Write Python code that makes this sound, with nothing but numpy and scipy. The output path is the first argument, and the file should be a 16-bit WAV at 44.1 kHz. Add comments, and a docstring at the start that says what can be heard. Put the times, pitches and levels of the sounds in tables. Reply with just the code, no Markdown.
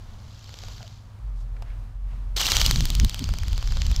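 """In a breezy park, a toy with flapping wings flutters past and fades away. Then it whirs in the hand,
close up, and is let go. Its gears slow and grind under each up- and downstroke, the linkage that moves
the wings clacks once a beat, about 21 times a second, and the thin wing film crackles.
Wind buffets the microphone over distant traffic, a low hum and a few faint knocks, rustles and hoots."""
import sys
import numpy as np
from scipy import signal
from scipy.fft import rfft, irfft
from scipy.io import wavfile
from scipy.ndimage import uniform_filter1d

SR = 44100
rng = np.random.default_rng(int(sys.argv[2]) if len(sys.argv) > 2 else 0)


def digitize_waveform(pressure):
    """Quantize a signal to 16-bit integers and store it at the path in sys.argv[1].

    Rows of a 2-D input are taken as channels; values are limited to [-1, 1].
    """
    field = np.atleast_2d(pressure).T
    bounded = np.clip(field, -1, 1)
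    quanta = np.round(bounded * 32767).astype(np.int16)
    wavfile.write(sys.argv[1], SR, quanta)


N = 176400


def amp(db):
    """Turn decibels into a number to multiply by."""
    return 10 ** (np.asarray(db) / 20)


def unit(x):
    """Scale a sound to an average strength (rms) of 1."""
    return x / np.sqrt(np.mean(x ** 2) + 1e-20)


def curve(table, at, column=1):
    """Read one column of a table, joining its rows with straight lines."""
    rows = np.array(table, float)
    return np.interp(at, rows[:, 0], rows[:, column])


def shape(points, hz):
    """Look up a tone colour's level in dB at each frequency."""
    rows = np.array(points, float)
    return np.interp(np.log(hz + 1), np.log(rows[:, 0]), rows[:, 1])


def colour(x, points):
    """Give a sound a tone colour: its balance of low and high."""
    return unit(irfft(rfft(x) * amp(shape(points, np.fft.rfftfreq(N, 1 / SR))), N))


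def band(hz, width_hz):
    """Noise gathered around one pitch."""
    f = np.fft.rfftfreq(N, 1 / SR) + 1
    off_pitch = (f * f - hz * hz) / (f * width_hz)
    return unit(irfft(rfft(rng.standard_normal(N)) / (1 + off_pitch ** 2), N))


def wander(per_s):
    """A random drift that turns about per_s times a second."""
    step = max(int(SR / per_s), 1)
    stairs = np.repeat(rng.standard_normal(N // step + 1), step)
    return unit(uniform_filter1d(stairs, step)[:N])


def steady(x, samples):
    """Even out the swells of a noise."""
    return x / np.sqrt(uniform_filter1d(x ** 2, samples) + 0.027)


# Tone colour of the traffic (frequency [Hz], relative level [dB])
TRAFFIC_COLOUR = [(20, -8), (60, -0.5), (110, -4), (150, -16), (220, -15.5), (350, -29), (600, -27),
                  (1100, -26), (2000, -36.5), (4000, -41), (8000, -48), (15000, -54.5)]
def traffic():
    """Distant traffic makes a soft rush with a wavering drone."""
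    rush = colour(rng.standard_normal(N), TRAFFIC_COLOUR) * amp(-45.5 + 1.44 * wander(6.28))
    return rush + amp(-45) * steady(band(hz=104.2, width_hz=15.7), samples=4000)


# Course of the hum (time [s], pitch [Hz], level [dB])
HUM_PATH = [(1.19, 50, -48), (1.24, 48.1, -28.5), (1.4, 43.34, -30), (1.65, 43, -32), (1.87, 42.7, -35),
            (1.915, 43, -40), (1.96, 44.07, -30), (2.04, 44, -28), (2.2, 43.2, -31.5), (2.36, 43.31, -29),
            (2.5, 43, -50)]
def hum(t):
    """A deep, slightly unsteady tone swells for about a second."""
    hz = curve(HUM_PATH, t) * (1 + 0.02003 * wander(12))
    tone = np.sqrt(2) * np.sin(2 * np.pi * np.cumsum(hz) / SR)
    return tone * amp(curve(HUM_PATH, t, column=2)) * (t > HUM_PATH[0][0]) * (t < HUM_PATH[-1][0])


# Soft rustles (middle time [s], half-length [s], level [dB], pitch [Hz])
RUSTLE_EVENTS = [(1.4, .045, -65, 4700), (1.624, 0.11, -60, 534), (1.706, 0.063, -57, 1670),
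                 (2.13, .05, -63, 1960)]
def rustles(t):
    """Little puffs of noise swell and fade."""
    out = np.zeros(N)
    for middle, half_length, db, hz in RUSTLE_EVENTS:
        swell = np.exp(-((t - middle) / half_length) ** 2)
        out += amp(db + 2 * wander(150)) * band(hz, hz) * swell
    return out


# Brief hoots (middle time [s], half-length [s], level [dB], first pitch [Hz], last pitch [Hz])
HOOT_EVENTS = [(0.839, 0.028, -49.5, 732, 588), (3.223, 0.013, -26.5, 311.5, 190)]
def hoots(t):
    """Two short, blurred tones slide down in pitch."""
    out = np.zeros(N)
    for middle, half_length, db, from_hz, to_hz in HOOT_EVENTS:
        hz = np.interp(t, [middle - 1.46 * half_length, middle + 1.33 * half_length], [from_hz, to_hz])
        hz *= 1 + 0.1075 * wander(300)
        swell = np.exp(-((t - middle) / half_length) ** 2)
        out += amp(db) * np.sin(2 * np.pi * np.cumsum(hz) / SR) * swell
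    return out


# Light knocks (time [s], level [dB], pitch [Hz], tick against the knock [dB])
KNOCK_EVENTS = [(.636, -43, 700, -25), (.806, -40, 699, -25), (1.28, -50, 800, -25),
                (1.566, -46.5, 1690, -18), (1.6231, -39, 800, -8)]
def knocks(t, fade_s=0.0041):
    """Each knock is a dull tap with a bright tick, dying away fast."""
    out = np.zeros(N)
    for start, db, hz, tick_db in KNOCK_EVENTS:
        tick = band(3900, 3600) + band(2850, 400)
        fade = (t >= start) * np.exp(-abs(t - start) / fade_s)
        out += amp(db) * (band(hz, 0.84 * hz) + amp(tick_db) * tick) * fade
    return out


# Strength of the breeze (time [s], relative level [dB])
BREEZE_LEVELS = [(0.0, -47), (0.13, -41), (0.45, -82), (0.67, -39), (1.11, -68), (1.68, -40.5),
                 (1.89, -50.5), (2.4, -35)]
# Strength of the gusts (time [s], relative rumble [dB], relative flutter [dB])
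GUST_LEVELS = [(2.4, -43, -47), (2.554, -23.5, -42.5), (2.636, -19.5, -39), (2.68, -21.5, -28),
               (2.84, -20, -26.5), (2.872, -21.5, -61), (2.902, -24, -31), (2.952, -20, -39),
               (3.05, -12.5, -23.5), (3.09, -32, -50), (3.174, -31, -47), (3.224, -36.5, -26.5),
               (3.282, -19, -48), (3.318, -21.5, -36.5), (3.38, -31.5, -41), (3.428, -21.5, -52),
               (3.456, -27.5, -40), (3.54, -19, -45.5), (3.594, -26, -44), (3.616, -24, -60),
               (3.688, -20, -42), (3.866, -22, -40.5), (3.914, -12.5, -35), (3.954, -38, -47),
               (3.976, -17.5, -53), (4.0, -18.5, -39)]
# Tone colours of the wind (frequency [Hz], relative level [dB])
RUMBLE_COLOUR = [(12, -11), (25, 1), (45, 2.5), (70, -5), (100, -10.5), (150, -25.5), (250, -42),
                 (500, -79)]
FLUTTER_COLOUR = [(50, -10.5), (110, 0), (150, 3), (220, -6.5), (300, -14), (450, -27), (900, -60)]
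def wind(t):
    """A light breeze, then gusts that rumble and flutter on the microphone."""
    gusty = np.clip((t - GUST_LEVELS[0][0]) / 0.047 + 1, 0, 1)
    rumble = steady(colour(rng.standard_normal(N), RUMBLE_COLOUR), samples=2600)
    flutter = steady(colour(rng.standard_normal(N), FLUTTER_COLOUR), samples=1200)
    breeze = rumble * amp(curve(BREEZE_LEVELS, t) + 2.5)
    gusts = rumble * amp(curve(GUST_LEVELS, t)) + flutter * amp(curve(GUST_LEVELS, t, column=2) - 1)
    return (1 - gusty) * breeze + gusty * gusts


# Tone colour of the papery crackle (frequency [Hz], relative level [dB])
CRACKLE_COLOUR = [(200, -31), (500, -6.5), (1250, -1.5), (1700, -5.5), (2300, -1), (3500, -12), (9000, -28)]
def wing_film(beats, toy_db, pops_per_s=260):
    """The thin wing film crackles at random and pops tight once a beat."""
    pops = (rng.random(N) < pops_per_s / SR) * amp(3 * rng.standard_normal(N)) * rng.choice([-1, 1], N)
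    crackle = colour(pops, CRACKLE_COLOUR) * amp(toy_db - 11.5)
    pulled_tight = np.exp(-((beats % 1 - .205) / .012) ** 2)
    return crackle + amp(-46) * band(1000, 1200) * pulled_tight


# Ring of the wing linkage (frequency [Hz], relative level [dB])
CLACK_COLOUR = [(150, -16), (500, -6), (1200, -4.5), (2000, -3), (3200, -1), (5000, -1), (7000, -2.5),
                (9500, -16), (12000, -13.5), (16000, -16.5)]
def clack(low_db, high_db, ring_hz, size=2048, bounce_s=.0004):
    """The linkage snaps over, bounces twice, rings the light frame and shakes the wing film."""
    hz, age = np.fft.rfftfreq(size, 1 / SR), np.arange(size) / SR
    tilt = [(1500, low_db + 10), (3000, 0), (6500, 0), (9500, high_db + 13.5)]
    db = shape(CLACK_COLOUR, hz) + shape(tilt, hz)
    db += 6.5 * np.exp(-(np.log2((hz + 1) / ring_hz) / 0.22) ** 2)  # one note of the frame stands out
    # Turn this colour into a ring that starts sharply and then fades.
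    cepstrum = irfft(np.log(amp(db)))
    cepstrum[1:size // 2] *= 2
    cepstrum[size // 2 + 1:] = 0
    frame_ring = np.exp(rfft(cepstrum))
    push = np.zeros(size)
    for fade_s, shake_db in [(.0018, -14), (.005, -18)]:
        push += unit(rng.standard_normal(size) * np.exp(-age / fade_s)) * amp(shake_db) / np.sqrt(size)
    push[0] += 1  # the snap itself
    for k, delay in enumerate(np.cumsum(rng.uniform(.5, 1.5, 2)) * bounce_s):
        push[int(delay * SR)] += amp(-7.5) / (k + 1) * rng.choice([-1, 1])
    return -irfft(rfft(push) * frame_ring) * amp(21.5)


# Each wingbeat's clack (time [s], relative level [dB], lows [dB], highs [dB], ring pitch [Hz])
WINGBEATS = [(0.3462, -52, -6, -14, 5000), (0.393, -50, -11, -12, 5000), (0.443, -42, -12, -17, 5060),
             (0.493, -42, -2, -17, 2900), (0.5416, -36, -7.5, -19.5, 3400), (0.5887, -34.5, -16, -22, 3930),
             (0.6365, -40, 3, -17, 4100), (0.6845, -39.5, -1, -15, 4900), (0.7333, -51, 1, -10, 4400),
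             (0.7814, -43, -4.5, -18, 4700), (0.829, -39.5, -4.5, -20, 4600), (0.8783, -41, -9, -19, 3900),
             (2.4148, -21.5, -4.5, -5, 5000), (2.4675, -16, -12, -10.5, 4100),
             (2.5191, -12, -9.5, -11, 3800), (2.568, -11, -9, -12, 4330), (2.6153, -10.5, -12.5, -15, 3520),
             (2.6631, -10.5, -17.5, -12, 4800), (2.7111, -14, -4.5, -9, 4530),
             (2.7596, -19.5, -9, -18, 4250), (2.8072, -20, -9, -13.5, 4430), (2.8551, -20.5, -11, -6, 4180),
             (2.903, -21, -14.5, -9, 3680), (2.9517, -20.5, -18, -9.5, 3950),
             (2.9993, -18, -10.5, -15.5, 5400), (3.0477, -21.5, -9, -7, 3980),
             (3.096, -22.5, -21, -12.5, 3270), (3.1448, -24, -11, -9.5, 3016),
             (3.1932, -25, -13, -11.5, 3700), (3.2416, -22.5, -21, -21, 5200), (3.2904, -32, 0, -11, 4740),
             (3.3384, -30.5, -2, -11.5, 4820), (3.3862, -30, -8, -9.5, 5500),
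             (3.4344, -32.5, -2, -12, 2515), (3.4825, -31, -5.5, -10, 3160), (3.5309, -31, -6, -11.5, 3097),
             (3.579, -30.5, -3.5, -12, 4593), (3.627, -31, -3, -17, 3200), (3.675, -29.5, -7, -16, 4920),
             (3.7226, -30.5, -3.5, -15, 4910), (3.7708, -29, -2, -20, 3420),
             (3.8188, -21.5, -13.5, -26, 4600), (3.8663, -25, -20, -18, 3197), (3.915, -29, -5, -12, 4142),
             (3.9629, -22, -25, -18.5, 5470)]
def linkage():
    """The linkage that moves the wings clacks once on every beat."""
    out = np.zeros(N)
    for start, db, low_db, high_db, ring_hz in WINGBEATS:
        i, hit = int(start * SR), clack(low_db, high_db, ring_hz)
        out[i:i + len(hit)] += amp(db) * hit[:N - i]
    return out


BEAT_S, CLOSE_FROM_S = .0482, 2.363  # length of a usual wingbeat; when the toy starts up close
def count_beats(t, times):
    """Count wingbeats from the first clack, at the usual pace before and after the given times."""
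    outside_s = np.minimum(t - times[0], 0) + np.maximum(t - times[-1], 0)
    return np.interp(t, times, np.arange(len(times))) + outside_s / BEAT_S


# Strain on the gears in one wingbeat at the usual pace
# (place in the beat [0-1], tooth strikes [Hz], relative whine [dB], relative grinding [dB])
GEAR_LOAD = [(0, 4901, -30, 8.5), (.13, 4596, -9.5, 0), (.2, 4061, -1.5, 2), (.28, 3397, 2.5, 2),
             (.36, 3103, 0.5, 4.5), (.42, 3151, -7.5, 5), (.5, 3898, -13.5, -1), (.58, 4473, -3.5, 2.5),
             (.63, 4259, -6.5, 5), (.72, 3402, -7.5, 6.5), (.8, 2996, 2.5, 2), (.87, 2954, -6.5, 6),
             (.94, 3795, -15, 3)]
def gearbox(beats, colours, whine_db, small_gear_teeth=9):
    """Uneven teeth strike at a rate that sags on each stroke: a swooping whine over gritty grinding."""
    stroke = beats % 1
    tooth_hz = curve(GEAR_LOAD, stroke)
    pace = uniform_filter1d(np.gradient(beats) * SR * BEAT_S, size=800)
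    teeth = np.cumsum(tooth_hz * pace * (1 + .012 * wander(120))) / SR
    strikes = np.diff(np.floor(teeth), prepend=0)  # one click per tooth
    strikes *= amp(3 * rng.standard_normal(N)) * rng.choice([-1, 1], N)
    rubbing = amp(-3) * rng.standard_normal(N)
    grit = (unit(strikes) + rubbing) * amp(curve(GEAR_LOAD, stroke, column=3))
    grind = sum(share * colour(grit, points) for share, points in colours)
    angle = 2 * np.pi * teeth
    wobble = 1 + 2 * amp(-17) * np.cos(angle / small_gear_teeth)
    strain = amp(curve(GEAR_LOAD, stroke, column=2) + whine_db)
    slowed = np.clip((4200 - tooth_hz) / 1100, 0, 1)
    whine = amp(-4 + 2.6 * wander(70)) * np.sin(angle)
    whine += amp(-8 + 2 * wander(70)) * slowed * np.sin(2 * angle)  # an octave higher
    return 0.79 * grind + np.sqrt(2) * whine * wobble * strain * amp(2.8 * wander(900))


# Loudness of the passing toy (time [s], relative level [dB])
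PASS_LEVELS = [(0.0, -62.5), (0.18, -61), (0.34, -56.5), (0.634, -49), (0.724, -49), (0.948, -57.5),
               (1.038, -65.5), (1.2, -74)]
# Tone colour of the gears in flight (frequency [Hz], relative level [dB])
FLYING_COLOUR = [(100, -30), (350, -3), (700, -4.5), (1350, -5.5), (1900, -6.5), (2600, -5), (3100, -3),
                 (4700, 1.5), (6000, -4), (7500, -7.5), (9000, -31.5), (10500, -21.5), (12000, -16),
                 (15500, -32)]
def far_pass(t):
    """The toy flies by and fades away: whirring gears and a faint motor tone."""
    beats = count_beats(t, [row[0] for row in WINGBEATS if row[0] < CLOSE_FROM_S])
    gears = gearbox(beats, [(1, FLYING_COLOUR)], whine_db=-4.5)
    motor = amp(-22) * band(hz=1440, width_hz=20)
    fade_db = 60 * np.maximum(t - PASS_LEVELS[-1][0], 0)
    return (gears + motor) * amp(curve(PASS_LEVELS, t) + 2 - fade_db)


# Loudness of the toy as it leaves the hand (time [s], relative level [dB])
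LAUNCH_LEVELS = [(2.363, -25.5), (2.5, -25), (2.61, -26), (2.68, -29.5), (2.76, -35), (2.9, -39.5),
                 (3.05, -42.5), (3.2, -43), (3.4, -46), (3.6, -44), (3.85, -42), (4, -42.5)]
# Tone colours of the gears in the hand and just overhead (frequency [Hz], relative level [dB])
HAND_COLOUR = [(100, -28), (300, -7.5), (600, -10.5), (900, -9.5), (1270, -6.5), (1600, -12), (2300, -8.5),
               (2600, -9.5), (2900, 0), (3600, -1.5), (4500, 0.5), (6300, -2.5), (8500, -11), (10200, -22),
               (12000, -12), (15500, -19.5)]
OVERHEAD_COLOUR = [(100, -30), (400, -8), (800, -1), (1300, -4), (1850, -7.5), (2500, 0.5), (3800, -4),
                   (4700, 7), (5800, -6), (7200, -8), (9200, -14), (10400, -26), (12500, -15), (15500, -24)]
# Extra strain while the toy is held still (place in the beat [0-1], level change [dB])
HELD_LOAD = [(0, -0.5), (.15, 0), (.3, -2), (.45, -0.5), (.56, -3.5), (.68, 0.5), (.82, 3), (1, -0.5)]
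# Shift of the strain in free flight (place in the beat [0-1], whine change [dB])
FLYING_LOAD = [(0, 0), (.3, -2), (.48, -1), (.6, 4.5), (.7, 1), (.82, -1.5), (1, 0)]
def launch(t, let_go_s=2.7, rising_s=2.77, overhead_s=3.28, away_s=3.69):
    """The toy whirs and crackles in the hand, is let go, and flies overhead and away."""
    beats = count_beats(t, [row[0] for row in WINGBEATS if row[0] > CLOSE_FROM_S])
    near = np.clip((overhead_s - t) / (overhead_s - rising_s), 0, 1)
    away = np.clip((t - overhead_s) / (away_s - overhead_s), 0, 1)
    colours = [(near, HAND_COLOUR), (1 - near - away, OVERHEAD_COLOUR), (away, FLYING_COLOUR)]
    gears = gearbox(beats, colours, whine_db=(1 - near) * curve(FLYING_LOAD, beats % 1))
    grip_db = np.clip((let_go_s - t) / 0.048, 0, 1) * curve(HELD_LOAD, beats % 1)
    toy_db = curve(LAUNCH_LEVELS, t)
    return (gears * amp(toy_db + grip_db) + wing_film(beats, toy_db)) * (t >= CLOSE_FROM_S)


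def scene():
    """Add the toy and the sounds of the park into one channel."""
    t = np.arange(N) / SR
    toy = far_pass(t) + launch(t) + linkage()
    return (toy + wind(t) + hum(t) + traffic() + knocks(t) + rustles(t) + hoots(t))[None]


def record(dry, top_hz=15500):
    """Flatten any peaks beyond full scale and cut the highest treble."""
    treble_cut = signal.ellip(8, .2, 70, top_hz, fs=SR, output="sos")
    return signal.sosfilt(treble_cut, np.clip(dry, -1, 1))


dry = scene()
out = record(dry)
digitize_waveform(out)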